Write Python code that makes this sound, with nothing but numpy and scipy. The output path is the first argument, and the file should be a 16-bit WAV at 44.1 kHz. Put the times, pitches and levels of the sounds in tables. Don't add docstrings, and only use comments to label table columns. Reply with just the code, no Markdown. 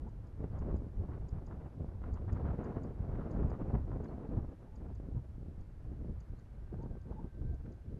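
import sys
import numpy as np
from scipy import signal
from scipy.fft import rfft, irfft, next_fast_len
from scipy.io import wavfile
from scipy.ndimage import uniform_filter1d

SR = 44100
rng = np.random.default_rng(int(sys.argv[2]) if len(sys.argv) > 2 else 0)


def to_wav(sig):
    pcm = np.clip(np.atleast_2d(sig), -1, 1) * 32767
    pcm = np.round(pcm).astype(np.int16)
    wavfile.write(sys.argv[1], SR, pcm.T)


N = 352359


def undb(db):
    return 10 ** (np.asarray(db) / 20)


def unit(x):
    return x / np.sqrt(np.mean(x ** 2) + 1e-30)


def curves(table):
    time_s, *columns = np.transpose(table)
    return [np.interp(np.arange(N) / SR, time_s, column) for column in columns]


def colour(x, spectrum):
    hz, db = np.transpose(spectrum)
    size = next_fast_len(len(x))
    bins_hz = np.maximum(np.arange(size // 2 + 1) * SR / size, 1)
    gain = undb(np.interp(np.log(bins_hz), np.log(hz), db))
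    return irfft(rfft(x, size) * gain, size)[:len(x)]


def cut(x, hz, kind, order=2):
    sos = signal.butter(order, min(hz, SR / 2 - 1), kind, fs=SR, output="sos")
    return signal.sosfiltfilt(sos, x, padtype="even")


def walk(rate):
    hold = max(int(SR / rate), 2)
    steps = np.repeat(rng.standard_normal(N // hold + 1), hold)
    return unit(uniform_filter1d(uniform_filter1d(steps, hold), hold)[:N])


def steady(x, span_s):
    k = max(int(span_s * SR), 2)
    power = uniform_filter1d(uniform_filter1d(x ** 2, k), k)
    return x / np.sqrt(power + 1e-30)


def add(out, start_s, sound):
    i = int(np.clip(start_s * SR, 0, N - 1))
    out[i:i + len(sound)] += sound[:N - i]


def scatter(x, decay_s):
    age = np.arange(SR // 2) / SR
    tail = rng.standard_normal(len(age)) * np.exp(-age / decay_s)
    return signal.oaconvolve(x, tail / np.linalg.norm(tail))[:N]


def swell(start_s, length_s, attack_s=0.0082, release_s=0.0097):
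    out, begin_s = np.zeros(N), max(start_s - 0.1, 0)
    t = np.arange(begin_s - start_s, length_s + 0.1, 1 / SR)
    rise = (1 + np.tanh(t / attack_s / 2)) / 2
    drop = (1 + np.tanh((length_s - t) / release_s / 2)) / 2
    add(out, begin_s, (rise * drop) ** 2)
    return out


# (time [s], flutter level [dB], rumble level [dB])
BREEZE_LEVELS = [(0.0, -53.5, -47.5), (0.3, -57, -49), (0.55, -51.5, -41), (0.92, -57, -46.5),
                 (1.22, -52.5, -44), (1.72, -58.5, -48.5), (1.95, -51, -41), (2.28, -49.5, -43),
                 (2.8, -41.5, -48), (2.95, -50, -41.5), (3.3, -42.5, -42), (3.85, -49.5, -45),
                 (4.4, -51, -56), (4.52, -52.5, -56.5), (4.64, -60, -50.5), (5.3, -61, -47),
                 (5.7, -58.5, -49), (6.9, -62, -45), (7.99, -60, -52)]
# (start [s], length [s], level [dB])
SLOW_ROLLS = [(-0.005, 0.078, -41.5), (0.524, 0.17, -42.5), (0.664, 0.15, -37), (0.965, 0.073, -37.5),
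              (1.205, 0.036, -39), (1.334, 0.049, -39), (2.33, 0.022, -29), (2.42, 0.11, -37),
              (2.963, 0.21, -40), (3.332, 0.19, -37), (3.695, 0.27, -40), (4.342, 0.032, -34.5),
              (4.41, 0.09, -40), (4.902, 0.12, -43), (5.103, 0.13, -40), (5.581, 0.032, -36.5),
              (5.744, 0.055, -40), (6.095, 0.11, -45), (6.3, 0.03, -43), (7.416, 0.22, -42.5)]
# (start [s], length [s], flutter level [dB], extra rasp [dB])
PORT_GUSTS = [(0.009, 0.074, -49, -6), (0.39, 0.052, -48, -4), (0.428, 0.023, -40.5, 0),
              (0.531, 0.16, -50.5, 6.5), (0.657, 0.11, -41.5, -1), (0.776, 0.1, -49, -6),
              (0.985, 0.2, -48.5, -3), (1.324, 0.12, -54, 4), (1.475, 0.27, -52.5, 4),
              (1.758, 0.11, -46.5, -6), (2.043, 0.069, -53.5, 15), (2.316, 0.25, -45, 2.5),
              (2.575, 0.203, -47, 8), (3.07, 0.57, -49.5, 4.5), (3.356, 0.075, -41.5, 1.5),
              (3.59, 0.15, -43.5, 2), (3.726, 0.051, -34.5, -2), (3.883, 0.18, -45.5, -0.5),
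              (4.094, 0.2, -47, 0), (4.304, 0.11, -41.5, -4.5), (4.622, 0.033, -54, 7),
              (4.784, 0.14, -49, -3), (5.033, 0.057, -46, -5), (5.114, 0.079, -49, -6),
              (5.36, 0.18, -58.5, -8), (5.85, 0.12, -52.5, -7.5), (5.991, 0.14, -48, -12),
              (6.301, 0.034, -49.5, -8), (6.728, 0.021, -42.5, -5.5), (6.759, 0.22, -49.5, -7),
              (7.06, 0.098, -49, -4.5), (7.171, 0.11, -50, -6), (7.366, 0.18, -50, -13),
              (7.629, 0.11, -51.5, -9), (7.854, 0.17, -52, -15)]
# (start [s], length [s], flutter change [dB], rumble change [dB])
SUDDEN_LULLS = [(0.104, 0.11, -5, 2.5), (0.274, 0.12, -3.5, 0.5), (0.88, 0.041, -3, 0),
                (1.27, 0.049, -1, -12), (1.697, 0.04, -13, -10), (1.962, 0.07, -8, -3.5),
                (2.175, 0.044, -2, 3), (2.928, 0.045, -6, -8), (3.56, 0.038, -6.5, -12),
                (3.854, 0.033, -5, -3), (4.05, 0.05, 3.5, -11), (4.563, 0.12, -2, -2),
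                (4.943, 0.041, -1, 3), (5.01, 0.022, 1, -2), (5.205, 0.12, 2, -1.5), (5.624, 0.2, -5, -3.5),
                (6.22, 0.09, -3.5, -3), (6.386, 0.14, -3, -5), (7.01, 0.045, -2, -1.5),
                (7.277, 0.049, -6, -1), (7.78, 0.064, -5.5, 1)]


def airflow(breakup=0.46):
    moderate_db = -50
    gust_rumble_db, rumble_slope = -53, 0.89
    base_rasp_db, rasp_slope = -64, 0.87
    flutter, rumble = undb(curves(BREEZE_LEVELS)) ** 2
    extra_rasp = 0
    for start_s, length_s, db, extra_db in PORT_GUSTS:
        shape = swell(start_s, length_s)
        gust_power = shape * undb(db) ** 2
        rumble_db = gust_rumble_db + rumble_slope * (db - moderate_db) - breakup * extra_db
        flutter = flutter + gust_power
        rumble = rumble + shape * undb(rumble_db) ** 2
        extra_rasp = extra_rasp + gust_power * extra_db
    for start_s, length_s, db in SLOW_ROLLS:
        rumble = rumble + swell(start_s, length_s) * undb(db) ** 2

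    flutter_db, rumble_db = 10 * np.log10(flutter), 10 * np.log10(rumble)
    for start_s, length_s, flutter_change_db, rumble_change_db in SUDDEN_LULLS:
        shape = swell(start_s, length_s)
        flutter_db = flutter_db + shape * flutter_change_db
        rumble_db = rumble_db + shape * rumble_change_db
    rasp_db = base_rasp_db + rasp_slope * (flutter_db - moderate_db) + extra_rasp / flutter
    return rumble_db, flutter_db, rasp_db


# (frequency [Hz], density [dB per Hz])
EDDY_SPECTRUM = [(8.8, -33), (15, -4), (36, 1.5), (68, 3), (116, -1.5), (258, -9), (412, -14.5),
                 (1460, -42), (3050, -63.5), (3960, -80), (6710, -120)]


def wind(rumble_db, flutter_db, rasp_db, span_s=0.05):
    rumble_top_hz, flutter_top_hz, deep_top_hz = 145.2, 623, 85.5
    burst_db, burst_rate = 3, 70
    spike_db, spike_rate = 0.5, 350
    shared, unrest_rate = 0.13, 22
    slack_db, slack_slope = -3.5, 0.38

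    pressure = colour(rng.standard_normal(N), EDDY_SPECTRUM)
    rumble = cut(pressure, rumble_top_hz, "low", order=3)
    rasp = cut(pressure, flutter_top_hz, "high", order=3)
    flutter = pressure - rumble - rasp
    rumble = steady(rumble, span_s)

    shedding = (uniform_filter1d(rumble ** 2, SR // 150) + 0.054) ** (shared / 2)
    bursts = shedding * undb(burst_db * walk(burst_rate))
    spikes = bursts * undb(spike_db * walk(spike_rate))
    unrest = walk(unrest_rate)

    deep = cut(rumble, deep_top_hz, "low", order=3)
    thinning_db = slack_slope * np.minimum(flutter_db - rumble_db - slack_db, 0)
    rumble = deep + (rumble - deep) * undb(thinning_db)

    rumble_gain = undb(rumble_db + 0.96 + 1.57 * walk(unrest_rate))
    flutter_gain = undb(flutter_db - 2.0 + 1.0 * unrest)
    rasp_gain = undb(rasp_db + 0.38 - 0.2 * unrest)
    return (rumble * rumble_gain
            + steady(flutter * bursts, span_s) * flutter_gain
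            + steady(rasp * spikes, span_s) * rasp_gain)


# (frequency [Hz], density [dB per Hz])
FIELD_SPECTRUM = [(40, 1.5), (200, -0.5), (500, -9), (900, -12), (1500, -12.5), (2200, -18.5), (3200, -24),
                  (4500, -26.5), (5600, -28), (7000, -30.5), (8000, -32), (12400, -32.5)]


def field(level_db=-70, flicker_db=1.4, hiss_hz=2000):
    hush = unit(colour(rng.standard_normal(N), FIELD_SPECTRUM)) * undb(level_db)
    far = cut(hush, hiss_hz, "low")
    hiss = hush - far
    return far * undb(flicker_db * walk(3.4)) + hiss


def stalks(wind_db, clicks_per_s=2500, scatter_db=3, rustle_db=-89, follow=.8):
    push_db = uniform_filter1d(wind_db, SR // 5)
    touches = rng.random(N) < clicks_per_s / SR
    strength = undb(scatter_db * np.minimum(rng.exponential(size=N), 4))
    clicks = touches * rng.standard_normal(N) * strength
    leaves = colour(clicks, [(800, -10.5), (2500, -4.0), (4200, 6.0), (6500, -4), (9000, -20.0), (12000, -27.5)])
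    return unit(leaves) * undb(rustle_db + follow * (push_db - push_db.max()))


# (start [s], length [s], starting pitch [Hz], end pitch [Hz], peak level [dB] before roughness)
HOOT_CALLS = [(0.058, 0.05, 905, 940, -59.5), (4.63, 0.17, 870, 885, -73.5), (6.79, 0.065, 890, 935, -60),
              (7.152, 0.078, 810, 935, -57.5), (7.495, 0.075, 750, 623, -63.5)]


def hoots(waver=0.028, rough_db=3, echo_db=-6, echo_s=0.063):
    out, unrest = np.zeros(N), 1 + waver * walk(150)
    for start_s, length_s, start_hz, end_hz, db in HOOT_CALLS:
        u = np.linspace(0, 1, int(length_s * SR))
        slide_hz = start_hz + (end_hz - start_hz) * np.sin(np.pi / 2 * u)
        hz = slide_hz * unrest[int(start_s * SR):][:len(u)]
        tone = np.sin(2 * np.pi * np.cumsum(hz) / SR)
        add(out, start_s, undb(db) * np.sin(np.pi * u) * tone)
    out = out * undb(rough_db * walk(200))
    return out + undb(echo_db) * scatter(out, echo_s)


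NOTE_LEAD_S = .02


def note(hz, width_s, fall, rough):
    t = np.arange(-SR // 50, SR // 50) / SR
    tremble = unit(cut(rng.standard_normal(len(t)), 730, "low"))
    falling_hz = hz * (1 - fall * np.tanh(t / width_s / 2))
    phase = 2 * np.pi * np.cumsum(falling_hz) / SR
    strength = np.exp(-(t / width_s) ** 2 / 2) * (1 + rough / 2 * tremble[::-1])
    return strength * np.sin(phase + rough * tremble)


def over_crop(calls, echo_db=-10, echo_s=0.024, top_hz=7700):
    return cut(calls + undb(echo_db) * scatter(calls, echo_s), top_hz, "low", order=10)


# (time [s], first tick's level [dB], gap to the second tick [s], 0 = a lone tick,
# second tick's level [dB]); levels before each part's own trim
TICK_CALLS = [(0.089, -78.5, .18, -77), (0.588, -70.5, .177, -73), (1.287, -67.5, .178, -69),
              (2.138, -66.5, .188, -67.5), (2.642, -67.5, .193, -68), (3.312, -68, .188, -68.5),
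              (4.041, -72, 0, -99), (4.758, -70.5, .194, -72.5), (5.608, -76, 0, -99),
              (6.204, -70, .188, -74), (6.826, -74.5, .187, -77.5), (7.542, -76.5, .18, -72.5)]


def ticks():
    for time_s, db, gap_s, second_db in TICK_CALLS:
        hz = 4960 - 42 * time_s
        yield time_s, db, hz
        if gap_s > .1:
            yield time_s + gap_s, second_db, hz


def ticking_bird(upper_ratio=1.41, upper_db=-2, trail_db=-7, lower_db=0.6, lag_s=.0053):
    out = np.zeros(N)
    for time_s, db, hz in ticks():
        upper_hz = hz * upper_ratio
        upper = note(upper_hz, 0.0021, fall=0.054, rough=1.0)
        trail = note(upper_hz * .97, 0.0019, fall=0.0058, rough=0.96)
        lower = note(hz, .001, fall=0.026, rough=0.54)
        add(out, time_s + 0.00084 - NOTE_LEAD_S, undb(db + upper_db) * upper)
        add(out, time_s + lag_s - NOTE_LEAD_S, undb(db + trail_db) * trail)
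        add(out, time_s + lag_s - NOTE_LEAD_S, undb(db + lower_db) * lower)
    return over_crop(out)


# (time [s], peak level before the bass cut [dB], width scale [ms], direction [+1 push, -1 suction])
VORTICES = [(0.4056, -26.5, 1.2, 1), (0.443, -24.5, 0.75, 1), (0.6214, -29.5, 0.9, 1),
            (0.728, -26.5, 0.89, 1), (0.7439, -20.5, 0.99, 1), (0.8215, -32, 0.62, 1),
            (0.8673, -33.5, 0.9, 1), (1.002, -25, 2.5, -1), (1.0904, -35, 0.76, -1), (1.33, -23.5, 3.2, 1),
            (1.3589, -23, 3.3, -1), (1.809, -26.5, 1.3, 1), (1.8455, -31, 0.62, 1), (2.0182, -36, 0.9, 1),
            (2.1295, -18.5, 3.8, 1), (2.3316, -20, 2.8, -1), (2.4516, -27.5, 0.84, 1),
            (2.4941, -27, 1.9, -1), (2.5906, -25.5, 0.87, 1), (2.6849, -40, 0.88, 1), (2.771, -21, 1.1, 1),
            (3.0079, -19.5, 3.3, 1), (3.0432, -36.5, 0.51, -1), (3.0904, -32, 1.3, 1),
            (3.3732, -27, 0.62, 1), (3.424, -25, 1.5, 1), (3.4478, -24.5, 1.2, -1), (3.452, -18, 2.8, 1),
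            (3.5173, -29.5, 0.4, 1), (3.537, -25.5, 1.9, -1), (3.741, -16, 2.3, 1),
            (3.752, -28.5, 0.34, -1), (3.8973, -31, 0.94, 1), (4.0085, -28, 0.86, -1),
            (4.1832, -30, 0.7, -1), (4.292, -26, 1.6, -1), (4.378, -21, 2.2, 1), (4.3875, -22.5, 1.8, 1),
            (4.4479, -29, 0.87, 1), (4.6296, -42, 0.42, -1), (4.903, -40, 0.44, -1),
            (5.001, -32.5, 0.74, 1), (5.0876, -29.5, 1.5, -1), (5.149, -27, 2.4, -1),
            (5.1676, -40, 0.79, -1), (5.3824, -31, 1.4, -1), (5.4308, -34.5, 0.9, -1),
            (5.4848, -30, 1.5, -1), (5.58, -27, 3, -1), (5.9184, -28.5, 1.55, 1), (6.047, -36, 0.67, 1),
            (6.0971, -27.5, 1.6, -1), (6.306, -21.5, 7.9, 1), (6.321, -36.5, 1.5, -1),
            (6.7294, -32, 1.1, 1), (6.7431, -34, 0.45, 1), (6.838, -30, 0.88, 1), (6.8606, -35, 0.62, 1),
            (6.9544, -39, 0.5, -1), (7.0955, -38, 0.72, 1), (7.112, -31, 0.68, -1), (7.245, -24.5, 1.7, 1),
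            (7.422, -36, 1.1, 1), (7.6806, -32, 1.1, 1), (7.9445, -29.5, 1.6, 1)]


def buffets(port_hz=40):
    out, t = np.zeros(N), np.arange(-SR // 20, SR // 20) / SR
    for time_s, db, width_ms, direction in VORTICES:
        peak = 1 / (1 + (t / (width_ms / 1000)) ** 2) ** (3 / 2)
        add(out, time_s + t[0], np.sign(direction) * undb(db) * peak)
    return cut(out, port_hz, "high", order=1)


# (time [s], Gaussian width [s], centre before the port dulls it [Hz], level [dB])
AIR_SPITS = [(0.441, 0.0022, 2100, -63), (0.571, 0.014, 1380, -64.5), (0.626, 0.0035, 1000, -56),
             (0.712, 0.0077, 1300, -58), (1.045, .008, 940, -63), (1.088, 0.0036, 900, -57),
             (1.137, 0.015, 1310, -59.5), (1.519, 0.0081, 1200, -56.5), (2.02, 0.0014, 1300, -59),
             (2.039, 0.0046, 1370, -54.5), (2.175, 0.0097, 1320, -57.5), (2.293, 0.0079, 1300, -54),
             (2.372, 0.0073, 1470, -58), (2.399, 0.0017, 1480, -58), (2.417, 0.0012, 1500, -60),
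             (2.452, 0.01, 1200, -58), (2.482, 0.021, 1360, -56.5), (2.512, 0.0066, 790, -52),
             (2.63, 0.027, 1390, -59), (2.66, 0.013, 890, -64), (2.724, 0.0046, 900, -56),
             (2.768, 0.0061, 596, -53), (3.047, 0.0072, 700, -58), (3.156, 0.0051, 1600, -60),
             (3.21, 0.03, 1250, -58.5), (3.369, 0.0053, 900, -51.5), (3.435, 0.0062, 1120, -53.5),
             (3.545, 0.013, 1220, -57), (3.75, 0.0077, 1120, -52.5), (3.904, 0.0017, 1300, -65.5),
             (3.925, .01, 735, -52.5), (4.007, 0.0044, 750, -58), (4.056, .008, 1590, -60),
             (4.125, 0.019, 704, -59), (4.179, 0.0049, 646, -69), (4.371, 0.0032, 650, -54),
             (4.392, 0.0074, 860, -57), (4.446, 0.0041, 650, -67), (5.003, 0.0022, 900, -61),
             (5.172, 0.017, 840, -66), (6.84, 0.038, 790, -68), (7.123, 0.0082, 725, -56),
             (7.235, .01, 980, -67), (7.42, 0.0066, 800, -65.5), (7.663, 0.0044, 1880, -66)]
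# (frequency [Hz], relative gain [dB])
PORT_DULLING = [(1000, 7), (1800, -5.5), (2400, -12.5), (3200, -15), (4500, -22), (8000, -42.5)]


def spits(grain_db=3, grain_rate=500, below_db=-14, above_db=-9):
    out, t = np.zeros(N), np.arange(-SR // 10, SR // 10) / SR
    air = rng.standard_normal(N) * undb(grain_db * walk(grain_rate))
    for time_s, width_s, hz, db in AIR_SPITS:
        shape = np.exp(-np.minimum((t / width_s) ** 2 / 2, 20))
        spectrum = [(hz / 8, 2 * below_db), (hz / 2.5, below_db), (hz, 0), (hz * 2, above_db), (hz * 4, 2 * above_db)]
        burst = shape * air[int((time_s + t[0]) * SR):][:len(t)]
        rasp = colour(colour(burst, spectrum), PORT_DULLING)
        add(out, time_s + t[0], undb(db) * rasp * np.linalg.norm(shape) / np.linalg.norm(rasp))
    return out


# (time [s], Gaussian width [s], pitch [Hz], level [dB])
PEEP_CALLS = [(4.086, 0.0027, 4300, -72.5), (6.368, 0.007, 4100, -82), (6.386, .004, 4260, -80)]


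def peeping_bird():
    out = np.zeros(N)
    for time_s, width_s, hz, db in PEEP_CALLS:
        add(out, time_s - NOTE_LEAD_S, undb(db) * note(hz, width_s, fall=0.031, rough=.3))
    return over_crop(out)


# (time [s], rms level before flicker [dB])
WHINE_LEVELS = [(5.9, -102), (6.4, -91), (6.75, -82.5), (7.08, -82), (7.2, -83.5), (7.35, -80), (7.42, -82),
                (7.48, -77.5), (7.56, -78), (7.63, -87), (7.8, -85), (7.99, -87)]


def whine(start_hz=1589, sag_hz_per_s=22, waver=.008, flicker_db=1.5):
    since_start_s = np.maximum(np.arange(N) / SR - WHINE_LEVELS[0][0], 0)
    hz = (start_hz - sag_hz_per_s * since_start_s) * (1 + waver * walk(110))
    tone = unit(np.sin(2 * np.pi * np.cumsum(hz) / SR))
    return tone * undb(curves(WHINE_LEVELS)[0] + flicker_db * walk(20))


def scene():
    rumble_db, flutter_db, rasp_db = airflow()
    air = wind(rumble_db, flutter_db, rasp_db) + buffets() + spits()
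    surroundings = field() + stalks(flutter_db) + hoots() + whine()
    birds = ticking_bird() + peeping_bird()
    return (air + surroundings + birds)[None]


def record(dry, top_hz=12500):
    return signal.sosfilt(signal.ellip(8, .2, 70, top_hz, fs=SR, output="sos"), dry)


dry = scene()
out = record(dry)
to_wav(out)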